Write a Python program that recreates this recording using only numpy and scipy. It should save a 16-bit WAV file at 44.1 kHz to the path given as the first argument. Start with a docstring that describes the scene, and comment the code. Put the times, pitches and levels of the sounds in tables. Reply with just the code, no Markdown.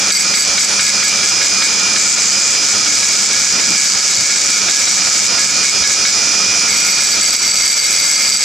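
"""A small rotary tool engraves a drinking glass, close to a stereo microphone.
Each stroke of the bit lands with a crack, then scrapes the wall and sets it ringing. Underneath, at a
steady speed, the motor whines on its shaft orders, buzzes with the mains and crackles at its brushes.
The recorder's gain control pushes the motor back whenever the bit bites."""
import sys
import numpy as np
from scipy import signal
from scipy.fft import rfft, irfft, next_fast_len
from scipy.io import wavfile
from scipy.ndimage import uniform_filter1d, minimum_filter1d

SR = 44100
rng = np.random.default_rng(int(sys.argv[2]) if len(sys.argv) > 2 else 0)


def inscribe(sig):
    """Save sig as 16-bit PCM at rate SR to the path in sys.argv[1].

    A 1-D sig is mono; a 2-D sig holds one channel per row.
    Samples are clipped to [-1, 1] before scaling.
    """
    pcm = np.round(np.clip(np.atleast_2d(sig).T, -1, 1) * 32767)
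    wavfile.write(sys.argv[1], SR, pcm.astype(np.int16))


N = 372201
TIME = np.arange(N) / SR

# Modes of the glass, damped by the hand. Each row: pitch in Hz, width in Hz, relative level in dB,
# family (rounded to an index).
GLASS_MODES = [(1673, 21, -8, 0), (2137, 65, -3.5, 2), (2216, 48, -3, 0.5), (3877, 19, -8.5, 0.5),
               (4662, 58, 4.5, 1.5), (7210, 920, -1, 3), (7797, 170, 5.5, 2), (11130, 110, -17, 2),
               (11910, 85, -13, 2)]
# Strokes of the bit: quick hatching, longer shading, hatching again, then close strokes at the rim.
# Each row: start in seconds, length in seconds, relative pressure in dB, relative landing knock in dB.
BIT_STROKES = [(0.104, .12, 4, -14), (0.339, 0.1, 4, -14.5), (0.578, 0.074, 4.5, -10),
               (0.793, .11, 1.5, -12), (1.027, 0.056, 6, -16), (1.23, 0.058, 4, -21),
               (1.413, 0.09, 1.5, -21), (1.62, 0.044, 5, -12.5), (1.96, 0.19, 0.5, -12.5),
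               (2.172, 0.17, -1, -21), (2.363, .19, -0.5, -30), (2.622, 0.11, -1.5, -28),
               (2.862, .15, -0.5, -20), (3.026, 0.24, 2.5, -28), (3.308, 0.2, 2.5, -24),
               (3.591, 0.16, -0.5, -27), (3.756, 0.18, 5, -24), (3.962, 0.32, 2, -34),
               (4.296, 0.287, 2.5, -22), (4.684, 0.2, 3.5, -15), (4.872, 0.11, 0, -15),
               (5.018, 0.24, 1.5, -35), (5.378, 0.13, 2.5, -18), (5.628, 0.078, 3.5, -18),
               (5.838, 0.1, 4.5, -13), (6.05, 0.076, 0, -12.5), (6.675, .3, 0.5, -23), (6.992, .15, 3, -31),
               (7.19, 0.21, 4, -29), (7.411, 0.326, 6, -24), (7.757, 0.3, 5, -30), (8.054, .4, 5.5, -28)]


def from_db(db):
    """Decibels to gain."""
    return 10 ** (np.asarray(db) / 20)


def unit(x):
    """Scales x to an rms of one."""
    return x / np.sqrt(np.mean(x ** 2) + 1e-20)


def colour(x, points):
    """Filters x with a spectrum given as (Hz, dB) points."""
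    hz, db = np.transpose(points)
    f = np.fft.rfftfreq(x.shape[-1], 1 / SR)
    return irfft(rfft(x) * from_db(np.interp(np.log(f + 1), np.log(hz), db)), x.shape[-1])


def noise(points, envelope=np.ones(N)):
    """Coloured noise of unit rms under an envelope; left and right differ most in the treble."""
    # Stereo width at the microphone. Each row: frequency in Hz, side minus mid in dB.
    stereo_width = [(60, -16), (200, -31), (700, -19.5), (1300, -14.5), (2400, -14), (4400, -12.5),
                    (8000, -3.5), (15000, -4.5)]
    size = len(envelope)
    white = rng.standard_normal((2, size)) * envelope
    mid, side = np.pad(white, ((0, 0), (0, next_fast_len(size, True) - size)))
    side = colour(side, stereo_width)
    return unit(colour(np.array([mid + side, mid - side]), points)[:, :size])


def drift(rate):
    """A random wander of unit rms through rate points a second."""
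    knots = rng.standard_normal(4096)
    return unit(np.interp(TIME * rate, np.arange(len(knots)), knots))


def pan(db):
    """Gains of the two channels for a left minus right level."""
    return from_db([[db / 2], [-db / 2]])


def ring(x, hz, width):
    """One resonance, its width in Hz."""
    return signal.lfilter(*signal.iirpeak(hz, hz / width, SR), x)


def add(mix, s, sound):
    """Mixes a sound in at s seconds."""
    part = mix[:, round(s * SR):][:, :sound.shape[-1]]
    part += sound[:, :part.shape[-1]]


def strikes(turns, spread_db, jitter_s):
    """One click of random size in each cycle of turns."""
    at = np.flatnonzero(np.diff(np.floor(turns)))
    size, late = rng.standard_normal((len(at), 2)).T
    at = np.clip(at + np.round(late * jitter_s * SR).astype(int), 0, N - 1)
    clicks = np.zeros(N)
    clicks[at] = from_db(spread_db * np.minimum(size, 2))
    return clicks


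def bursts(clicks, decay_s, share):
    """Envelope of a noise that has a share of its power in short bursts after the clicks."""
    power = signal.lfilter([1], [1, -np.exp(-1 / (decay_s * SR))], clicks ** 2)
    return np.sqrt(1 - share + share * power / power.mean())


def tone(turns, waver_db, blur):
    """A partial that wavers in strength and, by about blur radians, in phase."""
    return unit(from_db(waver_db * drift(9.7)) * np.cos(2 * np.pi * turns + blur * drift(45)))


def grip():
    """The hand shifts its grip with soft, dull rubs."""
    # Each row: start in seconds, length in seconds, centre in Hz, relative level in dB.
    rubs = [(3.48, 0.22, 273, -36.5), (3.63, 0.16, 237, -32), (4.139, 0.13, 119, -33), (5.74, .14, 60, -45)]
    out = np.zeros((2, N))
    for start, length, hz, db in rubs:
        swell = np.hanning(round(length * SR))
        band = [(hz / 4, -24), (hz / 1.2, 0), (hz * 1.4, 0), (hz * 4, -30), (hz * 20, -80)]
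        add(out, start, from_db(db) * noise(band, swell) * np.sqrt(swell))
    return out


def hum():
    """A low hum sits in the centre, behind the tool."""
    # Each row: pitch in Hz, level in dB.
    partials = [(100, -51.5), (180, -45.5), (200, -41), (300, -46)]
    return sum(from_db(db) * tone(hz * TIME, waver_db=2.8, blur=0.65) for hz, db in partials)


def fan():
    """Cooling air rushes through the tool and resonates in its housing."""
    # Each row: frequency in Hz, relative density in dB.
    air_spectrum = [(20, -48), (34, -43), (48, -13.5), (80, -15.5), (108, -8.5), (145, -14), (200, -7),
                    (320, -8.5), (850, -9), (1050, -9.5), (1500, -7), (2700, -6.5), (4000, -10.5),
                    (6000, -34)]
    # Each row: pitch in Hz, width in Hz, level in dB.
    housing_modes = [(1276, 33, -33.5), (1421.6, 15, -33.5), (2480, 200, -38)]
    air = from_db(-24) * noise(air_spectrum, from_db(1.02 * drift(40)))
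    housing = sum(from_db(db) * unit(ring(noise(air_spectrum), hz, width))
                  for hz, width, db in housing_modes)
    return pan(-1.46) * air + pan(-1.6) * housing


def brushes(turns):
    """The brushes hiss and spark twice a turn."""
    # Each row: frequency in Hz, relative density in dB.
    spark_spectrum = [(1500, -20.5), (3000, -15), (4200, -2), (5200, 2), (6600, 5.5), (7500, -0.5),
                      (8400, -8), (10000, -18), (12000, -24.5), (15500, -101)]
    sparks = strikes(2 * turns, spread_db=8.0, jitter_s=0.00008)
    crackle = bursts(sparks, decay_s=0.00044, share=0.24)
    return from_db(-15.5) * pan(-0.52) * noise(spark_spectrum, crackle)


def armature_buzz(turns, order=16, mains_hz=50):
    """Rectified mains current ripples the armature's note into a cluster of sidebands."""
    # Each row: ripple steps away from the note, level in dB.
    sidebands = [(-2, -42), (-1, -91), (0, -39.5), (1, -29), (2, -27.5), (3, -40.5)]
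    ripple = 2 * mains_hz * TIME
    return pan(0.54) * sum(from_db(db) * tone(order * turns + step * ripple, waver_db=2.5, blur=0.2)
                           for step, db in sidebands)


def motor_whine(turns):
    """The motor sings on its shaft orders; three shrill ones beam past the microphone as the hand turns."""
    # Each row: multiple of the shaft rate (rounded when played), level in dB, left minus right in dB.
    orders = [(3, -48.5, 1.5), (4, -44.5, 1), (6, -59, -13), (14, -47, 0), (17, -45.5, 31.5), (20, -42, 0),
              (21, -54, 0), (22, -41, -2), (24, -37.5, 7), (26, -46, 0), (27, -38, 0), (28, -46, 1),
              (30, -57, 0), (48, -35.5, -11), (64.66, -41, 9.5)]
    # Multiples of the shaft rate, the last just off a whole order like a bearing's.
    shrill_orders = [32, 36, 40.92]
    # Each row: time in seconds, then the level of each shrill partial in dB.
    beaming = [(0.0, -32, -25.5, -26), (0.55, -25, -21.5, -25), (1.2, -31, -21.5, -27.5),
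               (4.2, -27, -21.5, -23.5), (4.8, -32, -26, -22), (5.1, -26, -19.5, -24),
               (6.5, -30, -21.5, -21.5), (7.3, -26, -27, -22.5), (8.44, -30, -21.5, -24.5)]
    whine = sum(from_db(db) * pan(balance) * tone(round(order) * turns, waver_db=3.0, blur=0.43)
                for order, db, balance in orders)
    times, *beams = np.transpose(beaming)
    shrill = sum(from_db(np.interp(TIME, times, db)) * tone(order * turns, waver_db=1.2, blur=0.31)
                 for order, db in zip(shrill_orders, beams))
    return whine + pan(-8.0) * shrill


def taps():
    """Each landing of the bit is a short crack that sets the glass ringing."""
    # Each row: frequency in Hz, relative density in dB.
    crack_spectrum = [(300, -31), (900, -14), (1400, 12.5), (2400, 4.5), (4000, 11.5), (8000, -26),
                      (11000, -36), (15000, -55)]
    cracks, t = np.zeros((2, N)), np.arange(2048) / SR
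    envelope = (1 - np.exp(-t / 0.00026)) * np.exp(-t / 0.011)
    for start, _, _, db in BIT_STROKES:
        add(cracks, start, from_db(db) * noise(crack_spectrum, envelope))
    ringing = sum(from_db(db) * ring(cracks, hz, width) for hz, width, db, _ in GLASS_MODES)
    return from_db(-9.0) * cracks + from_db(-4.0) * ringing


def pressure(bite_s=0.023, lift_s=0.039, waver_db=2.5, graze_db=-23):
    """Each stroke bites, holds unsteadily and lifts; in between, the bit grazes faintly."""
    held = np.zeros(N)
    for start, length, db, _ in BIT_STROKES:
        bite = np.clip((TIME - start) / bite_s, 0, 1)
        lift = np.clip((start + length + lift_s - TIME) / lift_s, 0, 1) ** 2
        held += from_db(db) * bite * lift
    return from_db(graze_db) + held * from_db(waver_db * np.tanh(drift(22)))


def skid(decay_s=0.029, boost_db=8.5):
    """Envelope of the bit's brief skid after each landing, in proportion to its knock."""
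    return sum(from_db(db + boost_db) * (TIME >= start) * np.exp(-abs(TIME - start) / decay_s)
               for start, _, _, db in BIT_STROKES)


def glass(drive, press, move_s=0.05):
    """The wall rings in its modes, weighted by how hard and where the bit touches it."""
    # Places of contact. Each row: start in seconds, then the weight in dB of mode families 0 to 3:
    # lower wall, upper wall (holds no mode), rim, broad screech.
    places = [(0, -13.5, -14, -10, -11), (0.55, -12, -19, -14, -8), (1.15, -15, -18, -19, -9),
              (1.95, -17, -10, -22, -1), (2.85, -13.5, -12.5, -20, -6), (5.35, -11.5, -19, -21, -6),
              (6.67, -15, -6.5, -11, -22)]
    starts, *families = np.transpose(places)
    place = np.searchsorted(starts[1:], TIME)
    glide = round(move_s * SR) + 1
    weights = [press * uniform_filter1d(from_db(db)[place], size=glide) for db in families]
    weights[0] += skid()  # skidding rings the lower wall
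    return sum(from_db(db) * weights[round(family)] * unit(ring(ring(drive, hz, width), hz, 6 * width))
               for hz, width, db, family in GLASS_MODES)


def engraving(turns):
    """The slightly eccentric bit strikes once a turn, chips twice a turn and drags its grit in between."""
    # Each row: frequency in Hz, relative density in dB.
    scrape_spectrum = [(500, -38), (1500, -9), (3000, -6), (4200, -0.5), (5300, 7), (6300, 5), (7700, -2.5),
                       (8500, -4), (10000, -16.5), (12000, -17), (13200, -74), (14600, -49), (15500, -54)]
    press = pressure()
    blows = unit(strikes(turns, spread_db=4.5, jitter_s=0.00007))
    chips = unit(strikes(2 * turns, spread_db=3.0, jitter_s=0.00009))
    grit = noise(scrape_spectrum, bursts(blows + chips, decay_s=0.00061, share=0.87))
    ringing = glass(grit + from_db(-15.5) * blows, press)
    return from_db(-16.0) * pan(-0.4) * press * grit + from_db(-14.0) * pan(0.3) * ringing


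def scene():
    """Close up, one spinning shaft drives both the motor's sound and the bit."""
    # Each row: time in seconds, shaft turns per second.
    shaft_speed = [(0, 139.66), (0.6, 139.98), (1.2, 139.45), (1.8, 139.54), (2.3, 139.45), (2.6, 139.37),
                   (3, 139.39), (3.6, 139.13), (4.2, 139.26), (4.55, 139.0), (5, 139.15), (6.1, 139.28),
                   (7.15, 140.21), (8.44, 139.75)]
    shaft_hz = np.interp(TIME, *np.transpose(shaft_speed)) + 0.09 * drift(14)
    turns = np.cumsum(shaft_hz) / SR
    motor = motor_whine(turns) + armature_buzz(turns) + hum() + fan() + brushes(turns)
    return motor + engraving(turns) + taps() + grip()


def record(dry, limit_db=-12.0, recovery_db_per_s=130, makeup_db=-0.02, edge_hz=15650):
    """Behind the microphone: fast gain control, a limiter for the tallest peaks, then a low-pass."""
    power_db = 10 * np.log10(abs(uniform_filter1d((dry ** 2).mean(0), size=600)) + 1e-12)
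    recovery = TIME * recovery_db_per_s
    tracked_db = np.maximum.accumulate(power_db + recovery) - recovery
    over_db = np.maximum(tracked_db - limit_db, 0)
    held = dry * from_db(makeup_db - uniform_filter1d(over_db, size=200))
    headroom = minimum_filter1d(1 / np.maximum(abs(held).max(0), 1), size=121)
    limited = held * uniform_filter1d(uniform_filter1d(headroom, size=61), size=61)
    lowpass = signal.firwin(511, edge_hz, window=("kaiser", 9), fs=SR)
    return signal.oaconvolve(limited, lowpass[None], "same")


dry = scene()
out = record(dry)
inscribe(out)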